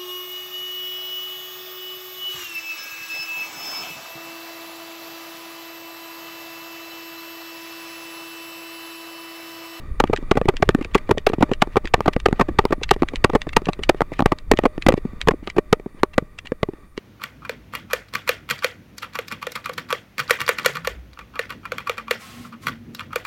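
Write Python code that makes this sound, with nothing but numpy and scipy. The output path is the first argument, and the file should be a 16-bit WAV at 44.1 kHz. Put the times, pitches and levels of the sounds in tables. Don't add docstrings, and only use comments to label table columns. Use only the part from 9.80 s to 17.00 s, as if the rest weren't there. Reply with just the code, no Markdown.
import sys
import numpy as np
from scipy import signal
from scipy.fft import rfft, irfft
from scipy.io import wavfile
from scipy.ndimage import uniform_filter1d, map_coordinates

SR = 44100
rng = np.random.default_rng(int(sys.argv[2]) if len(sys.argv) > 2 else 0)


def waveform_to_disk(signal):
    frames = np.transpose(np.atleast_2d(signal))
    scaled = np.clip(frames, -1, 1) * 32767
    samples = np.round(scaled).astype(np.int16)
    wavfile.write(sys.argv[1], SR, samples)


N = 317520

# time in seconds, relative strength in dB, thud pitch in Hz, contact kind.
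CASE_KNOCKS = [(0.2026, -5, 280, "slam"), (0.2394, -9.5, 382, "crack"), (0.298, -12.5, 420, "nudge"),
               (0.333, -11.5, 395, "grind"), (0.5147, -5, 440, "slam"), (0.5729, -9.5, 420, "rattle"),
               (0.6145, -11, 480, "bump"), (0.6563, -15.5, 373, "bump"), (0.6873, -5, 362, "grind"),
               (0.8268, -6.5, 420, "slam"), (0.8905, -1, 375, "tap"), (0.9485, -5, 270, "bump"),
               (0.986, -24, 356, "drag"), (1.012, -17.5, 320, "drag"), (1.1518, -3.5, 367, "grind"),
               (1.3112, -5, 387, "rattle"), (1.375, -17, 425, "drag"), (1.4689, -4, 404, "slam"),
               (1.499, -16.5, 425, "bump"), (1.536, -15, 310, "grind"), (1.5838, -15.5, 264, "nudge"),
               (1.6266, -4, 330, "rattle"), (1.7156, -9.5, 424, "drag"), (1.822, -1.5, 354, "slam"),
               (1.9585, -14, 480, "tap"), (1.969, -7.5, 402, "grind"), (2.141, -3.5, 323, "slam"),
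               (2.2064, -17, 400, "tap"), (2.2602, -16.5, 273, "grind"), (2.2797, -7, 395, "grind"),
               (2.3644, -10, 484, "bump"), (2.4604, -6, 343, "slam"), (2.4856, -14, 413, "bump"),
               (2.5282, -13, 405, "tap"), (2.597, -10, 320, "grind"), (2.612, -6.5, 415, "grind"),
               (2.6877, -15, 363, "drag"), (2.79, -3, 391, "slam"), (2.8532, -12, 394, "tap"),
               (2.9255, -9.5, 394, "rattle"), (3.1122, 1.5, 393, "slam"), (3.2216, -5, 318, "bump"),
               (3.2326, -14, 320, "tap"), (3.4453, 1.5, 354, "slam"), (3.5, -19.5, 382, "tap"),
               (3.5528, -6, 436, "rattle"), (3.7678, -0.5, 376, "slam"), (3.8876, -11.5, 310, "rattle"),
               (4.095, 0.5, 368, "slam"), (4.2072, -13, 434, "tap"), (4.2181, -12.5, 312, "tap"),
               (4.394, -14.5, 340, "grind"), (4.4053, -12, 310, "tap"), (4.423, -12.5, 280, "tap"),
               (4.4597, -0.5, 474, "crack"), (4.5208, -10, 350, "grind"), (4.7154, 6.5, 435, "crack"),
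               (4.737, -11, 360, "bump"), (4.7894, -10, 353, "crack"), (4.8551, -5, 463, "rattle"),
               (4.9795, -21, 304, "bump"), (5.0656, -4, 332, "crack"), (5.087, 4.5, 523, "crack"),
               (5.1038, -13.5, 320, "bump"), (5.123, -17.5, 390, "crack"), (5.14, -9, 396, "bump"),
               (5.1769, -18, 408, "nudge"), (5.252, -14.5, 257, "nudge"), (5.4741, -11, 453, "crack"),
               (5.4856, -1.5, 424, "crack"), (5.51, -16.5, 350, "grind"), (5.5374, -19.5, 363, "nudge"),
               (5.627, -30, 320, "nudge"), (5.6752, -24, 357, "grind"), (5.7661, -14.5, 395, "drag"),
               (5.7835, -3.5, 391, "drag"), (5.9284, 3.5, 461, "crack"), (5.998, -30, 397, "bump"),
               (6.0609, -19.5, 390, "nudge"), (6.233, -3, 379, "tap"), (6.3809, -4, 465, "crack"),
               (6.424, -24, 212, "nudge"), (6.7199, -13.5, 497, "bump"), (6.8313, -11.5, 464, "crack"),
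               (6.8876, -17, 400, "nudge"), (6.935, -30, 330, "bump"), (7.178, -21.5, 400, "bump")]
# time in seconds, relative level in dB, scuff length in ms.
BUCKLE_TICKS = [(0.3627, -15.5, 1.4), (0.3735, -17.5, 1.6), (0.7684, -16.5, 0.8), (1.047, -17, 1.7),
                (1.1472, -6, 1.1), (1.3816, -13.5, 0.46), (1.735, -14, 1.9), (2.0553, -17, 1.7),
                (2.074, -17, 1.4), (2.401, -22, 1.3), (3.0342, -8, 3.3), (3.092, -16, 1.1),
                (3.2867, -15.5, 0.89), (3.358, -14, 0.84), (3.6177, -13.5, 0.59), (3.6912, -19.5, 2.1),
                (3.8566, -18.5, 1.4), (3.933, -17, 0.59), (4.0352, -9.5, 1.5), (4.392, -17.5, 1.1),
                (4.5868, -26, 1.1), (4.7732, -17.5, 1.1), (5.023, -15.5, 2), (5.4148, -9.5, 0.55),
                (5.6744, -17, 0.37), (5.7005, -16.5, 1.1), (6.5879, -16.5, 2.2), (6.6713, -21.5, 1.6),
                (7.1771, -19, 0.87)]
# nominal frequency in Hz, relative level in dB, longest t60 in seconds.
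BUCKLE_MODES = [(1200, -15, .008), (1950, -4, .014), (2350, -2, .012), (2750, -2, .014), (3150, -6, .01),
                (3700, -8, .012), (4600, -13, .012), (5700, -17, .008), (7000, -16, .008),
                (11000, -32, .005)]
LEAD_S = .01
BURST_SAMPLES = 2600


def from_db(db):
    return 10 ** (np.asarray(db) / 20)


def rms_one(x):
    return x / np.sqrt(np.mean(x ** 2) + 1e-20)


def punch_one(x):
    return x / np.sqrt(np.sum(x ** 2) / (.004 * SR) + 1e-20)


def add(track, start_s, sound):
    start = int(np.clip(round(start_s * SR), 0, N - 1))
    track[start:start + len(sound)] += sound[:N - start]


def coloured(x, spectrum):
    hz, db = np.transpose(spectrum)
    bins_hz = np.arange(N // 2 + 1) * SR / N + 1e-3
    gain = from_db(np.interp(np.log(bins_hz), np.log(hz), db))
    gain = gain * np.minimum(bins_hz / hz[0], 1) ** 2
    gain = gain * np.minimum(hz[-1] / bins_hz, 1) ** 2
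    return rms_one(irfft(rfft(x) * gain, N))


def drift(points_per_s):
    points = rng.standard_normal(4096)
    position = np.arange(N) / SR * points_per_s
    return rms_one(map_coordinates(points, [position], order=1, mode="wrap"))


def resonant_noise(peaks):
    out = 0
    for hz, width_hz, db in peaks:
        r = np.exp(-np.pi * width_hz / SR)
        section = [1, 0, -1, 1, -2 * r * np.cos(2 * np.pi * hz / SR), r * r]
        band = signal.sosfilt([section, section], rng.standard_normal(N))
        out = out + from_db(db) * rms_one(band)
    return out


def ringing(hz, db, t60_s, size=BURST_SAMPLES):
    t = np.arange(size)[:, None] / SR
    modes = from_db(db - 60 * t / t60_s) * np.sin(2 * np.pi * hz * t)
    return modes.sum(axis=1)


def scrape(length_ms, bite):
    phase = (np.arange(BURST_SAMPLES) / SR - LEAD_S) * 1000 / length_ms
    unevenness = np.exp(.8 * rng.standard_normal(BURST_SAMPLES))
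    grains = rng.standard_normal(BURST_SAMPLES) * unevenness
    return grains * np.exp(np.minimum(bite * phase, -phase) - (phase / 4) ** 2)


def grit(t60_s):
    age_s = np.arange(BURST_SAMPLES) / SR - LEAD_S
    grains = rng.standard_normal(BURST_SAMPLES) ** 3
    return grains * (age_s > 0) * from_db(-60 * np.abs(age_s) / t60_s)


def gritty_scrape(length_ms, bite, grit_db, grit_t60_s):
    return punch_one(scrape(length_ms, bite)) + from_db(grit_db) * punch_one(grit(grit_t60_s))


def bounces(chatter_ms, rebound, count=5):
    force, first = np.zeros(BURST_SAMPLES), round(LEAD_S * SR)
    order = (np.arange(count) + rng.random(count)) / count
    lags = np.clip(order * 2 * chatter_ms * SR / 1000, 1, BURST_SAMPLES // 2).astype(int)
    looseness = chatter_ms / (chatter_ms + 2)
    signs = rng.choice([-1, 1], count)
    force[first + lags] = rebound * looseness * np.exp(-order) * signs
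    force[first] = 1
    return force


def thud(pitch_hz, chatter_ms, t60_s=0.021, sway_hz=210, sway_db=-5, sway_t60_s=0.017, soft_hz=800, low_hz=160):
    sway = ringing(sway_hz * rng.uniform(0.84, 1.4), sway_db, sway_t60_s)
    ring = ringing(pitch_hz, 0, t60_s) + sway
    struck = signal.fftconvolve(bounces(chatter_ms, rebound=1.175), ring)
    struck = signal.lfilter(*signal.butter(1, low_hz, "high", fs=SR), struck)
    return punch_one(signal.lfilter(*signal.butter(2, soft_hz, fs=SR), struck))


def clack(modes, hardness_db_per_octave, force, ring_cycles=26):
    hz, mode_db, t60_s = np.transpose(modes)
    hz = hz * (1 + .05 * rng.standard_normal(len(hz)))
    damped_s = np.minimum(t60_s, ring_cycles / hz)
    mode_db = mode_db + 10 * np.log10(t60_s / damped_s)
    mode_db = mode_db + hardness_db_per_octave * np.log2(hz / 800)
    return punch_one(signal.fftconvolve(force, ringing(hz, mode_db, damped_s)))


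def wash(effort_db, level_db=-47):
    # frequency in Hz, relative density in dB per Hz.
    wash_colour = [(150, 7), (250, 5), (380, 2), (520, -2), (720, -10), (1000, -9), (1400, -16),
                   (2200, -15), (3000, -24), (5500, -32), (7000, -30), (10000, -39)]
    # frequency in Hz, section width in Hz, relative level in dB.
    cavity = [(1180, 170, -8), (1520, 90, -20), (1900, 240, -12), (2350, 240, -17), (3600, 380, -23),
              (4570, 240, -27)]
    rush = coloured(rng.standard_normal(N), wash_colour) + resonant_noise(cavity)
    return from_db(effort_db + level_db + 2 * drift(22)) * rush


def buffet(effort_db, level_db=-31.0, follows=1.93, lurch_db=-21, lurch_s=0.019,
           leap_db=-29, leap_lead_s=0.077, leap_width_s=0.023):
    # frequency in Hz, relative density in dB per Hz.
    buffet_colour = [(14, 2.5), (25, -2.5), (36, -7.5), (55, -9), (85, -15), (140, -25), (300, -47),
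                     (600, -52.5)]
    t = np.arange(N) / SR
    lurches = sum(from_db(db) * np.exp(-np.abs(t - s) / lurch_s) for s, db, *_ in CASE_KNOCKS)
    leaps = sum(np.exp(-((t - s + leap_lead_s) / leap_width_s) ** 2)
                for s, *_, kind in CASE_KNOCKS if kind == "slam")
    surges = from_db(lurch_db) * lurches + from_db(leap_db) * leaps
    push = from_db(level_db + follows * effort_db) + from_db(effort_db) * surges
    swings = coloured(rng.standard_normal(N), buffet_colour)
    local_power = uniform_filter1d(swings ** 2, size=6000)
    return push * swings / np.sqrt(local_power + 1e-3)


def rustle(effort_db, level_db=-34, scuff_ms=5, thinning=2.0, slide_db=-25, slide_ms=11, count=35,
           slip_db=-45, slip_ms=14, slip_lead_s=.035):
    out = np.zeros(N)
    for s, db, _ in BUCKLE_TICKS:
        slide = clack(BUCKLE_MODES, -3.5, scrape(slide_ms, bite=0.43))
        add(out, s - LEAD_S, from_db(db + slide_db) * slide)
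    for s, *_, kind in CASE_KNOCKS:
        if kind in ("rattle", "grind", "tap"):
            slip = clack(BUCKLE_MODES, -11, scrape(slip_ms, bite=1.6))
            add(out, s - LEAD_S - slip_lead_s, from_db(slip_db) * slip)
    for when, size, stretch, luck in rng.random((count, 4)):
        i = int(when * N)
        if luck < from_db(thinning * effort_db[i]):
            scuff = clack(BUCKLE_MODES, -8.5, scrape(scuff_ms * (.5 + stretch), bite=0.99))
            add(out, i / SR, from_db(level_db + effort_db[i] + 10 * size) * scuff)
    return out


def jostle(effort_db, bump_db=-30, bump_hz=250, count=55):
    out = np.zeros(N)
    for when, size, stretch, luck in rng.random((count, 4)):
        i = int(when * N)
        if luck < from_db(effort_db[i]):
            bump = thud(bump_hz * 2 ** (stretch - .5), chatter_ms=2.6)
            add(out, i / SR, from_db(bump_db + effort_db[i] + 10 * (size - .5)) * bump)
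    return out


def ticks(level_db=-9, grit_db=-12, grit_t60_s=0.045, wall_hz=7500, low_hz=1300,
          jerk_lead_s=.003, jerk_db=-15.5, jerk_ms=1.5):
    out = np.zeros(N)
    events = [(s, db + level_db, scuff_ms) for s, db, scuff_ms in BUCKLE_TICKS]
    events += [(s - jerk_lead_s, db + jerk_db, jerk_ms) for s, db, _, kind in CASE_KNOCKS if kind == "slam"]
    for s, db, scuff_ms in events:
        force = gritty_scrape(scuff_ms, 3.7, grit_db, grit_t60_s)
        add(out, s - LEAD_S, from_db(db) * clack(BUCKLE_MODES, 0, force))
    out = signal.lfilter(*signal.butter(2, low_hz, "high", fs=SR), out)
    case_wall = signal.butter(3, wall_hz, fs=SR, output="sos")
    return signal.sosfilt(case_wall, out)


def blows(rebound_s=0.051, rebound_db=-24, push_off_s=.224, push_off_db=-22, graze_lead_s=0.018, graze_db=-7):
    out = list(CASE_KNOCKS)
    for s, db, hz, kind in CASE_KNOCKS:
        if kind == "slam":
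            out.append((s + rebound_s, db + rebound_db, hz, "bump"))
            out.append((s + push_off_s, db + push_off_db, hz, "drag"))
        if kind == "rattle":
            out.append((s - graze_lead_s, db + graze_db, hz, "drag"))
    return out


def knocks(hum_hz=608, hum_db=-44, hum_db_per_ms=1.5, hum_t60_s=0.31, grit_db=-21, grit_t60_s=0.053):
    # nominal frequency in Hz, relative level in dB, longest t60 in seconds.
    shell_modes = [(570, -8.5, 0.0094), (836.4, 10, 0.008), (1144, 5.5, 0.015), (1446, -9, 0.019),
                   (1858, 0.5, 0.014), (2297, -2, 0.0092), (3120, -47.5, 0.01), (3447, -30, 0.036),
                   (4550, -60, 0.036), (6670, -38, 0.072), (9800, -63, .005)]
    contacts = {"slam": (5.1, -9.5, 1.89), "crack": (-2.07, 1.4, 2.013), "grind": (0, -5.5, 4.98),
                "rattle": (-1, -4.5, 5.3), "tap": (0, -12, 0.83), "bump": (-11, 1.5, 1),
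                "drag": (-11.5, 1, 4.76), "nudge": (-29.5, 8.1, 2.93)}
    out = np.zeros(N)
    for s, db, pitch_hz, kind in blows():
        clack_db, hardness, chatter_ms = contacts[kind]
        force = gritty_scrape(chatter_ms, 3.2, grit_db, grit_t60_s)
        shell = clack(shell_modes, hardness, force)
        body = thud(pitch_hz, chatter_ms)
        add(out, s - LEAD_S, from_db(db) * (body + from_db(clack_db) * shell))
        hum = ringing(hum_hz, hum_db, hum_t60_s, size=16000)
        add(out, s, from_db(min(db, 0) + hum_db_per_ms * chatter_ms) * hum)
    return out


def scene():
    # time in seconds, effort in dB (0 at full gallop).
    effort = [(0, -1), (.25, -0.5), (1.5, -3), (3, -1.5), (4.2, -3.5), (5.4, -2.5), (5.8, -8), (6.5, -7.5),
              (7.2, -9)]
    effort_db = np.interp(np.arange(N) / SR, *np.transpose(effort))
    impacts = knocks() + ticks() + jostle(effort_db)
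    return (impacts + rustle(effort_db) + wash(effort_db) + buffet(effort_db))[None]


def record(dry, hiss_db=-70, overload=.69, stop_hz=17000):
    # frequency in Hz, section width in Hz, rms level in dB.
    whine = [(9535, 14, -78), (14450, 150, -81)]
    x = dry + resonant_noise(whine) + from_db(hiss_db) * rng.standard_normal(N)
    clipped = x / (1 + (x / overload) ** 12) ** (1 / 12)
    return signal.sosfilt(signal.cheby2(14, 70, stop_hz, fs=SR, output="sos"), clipped)


dry = scene()
out = record(dry)
waveform_to_disk(out)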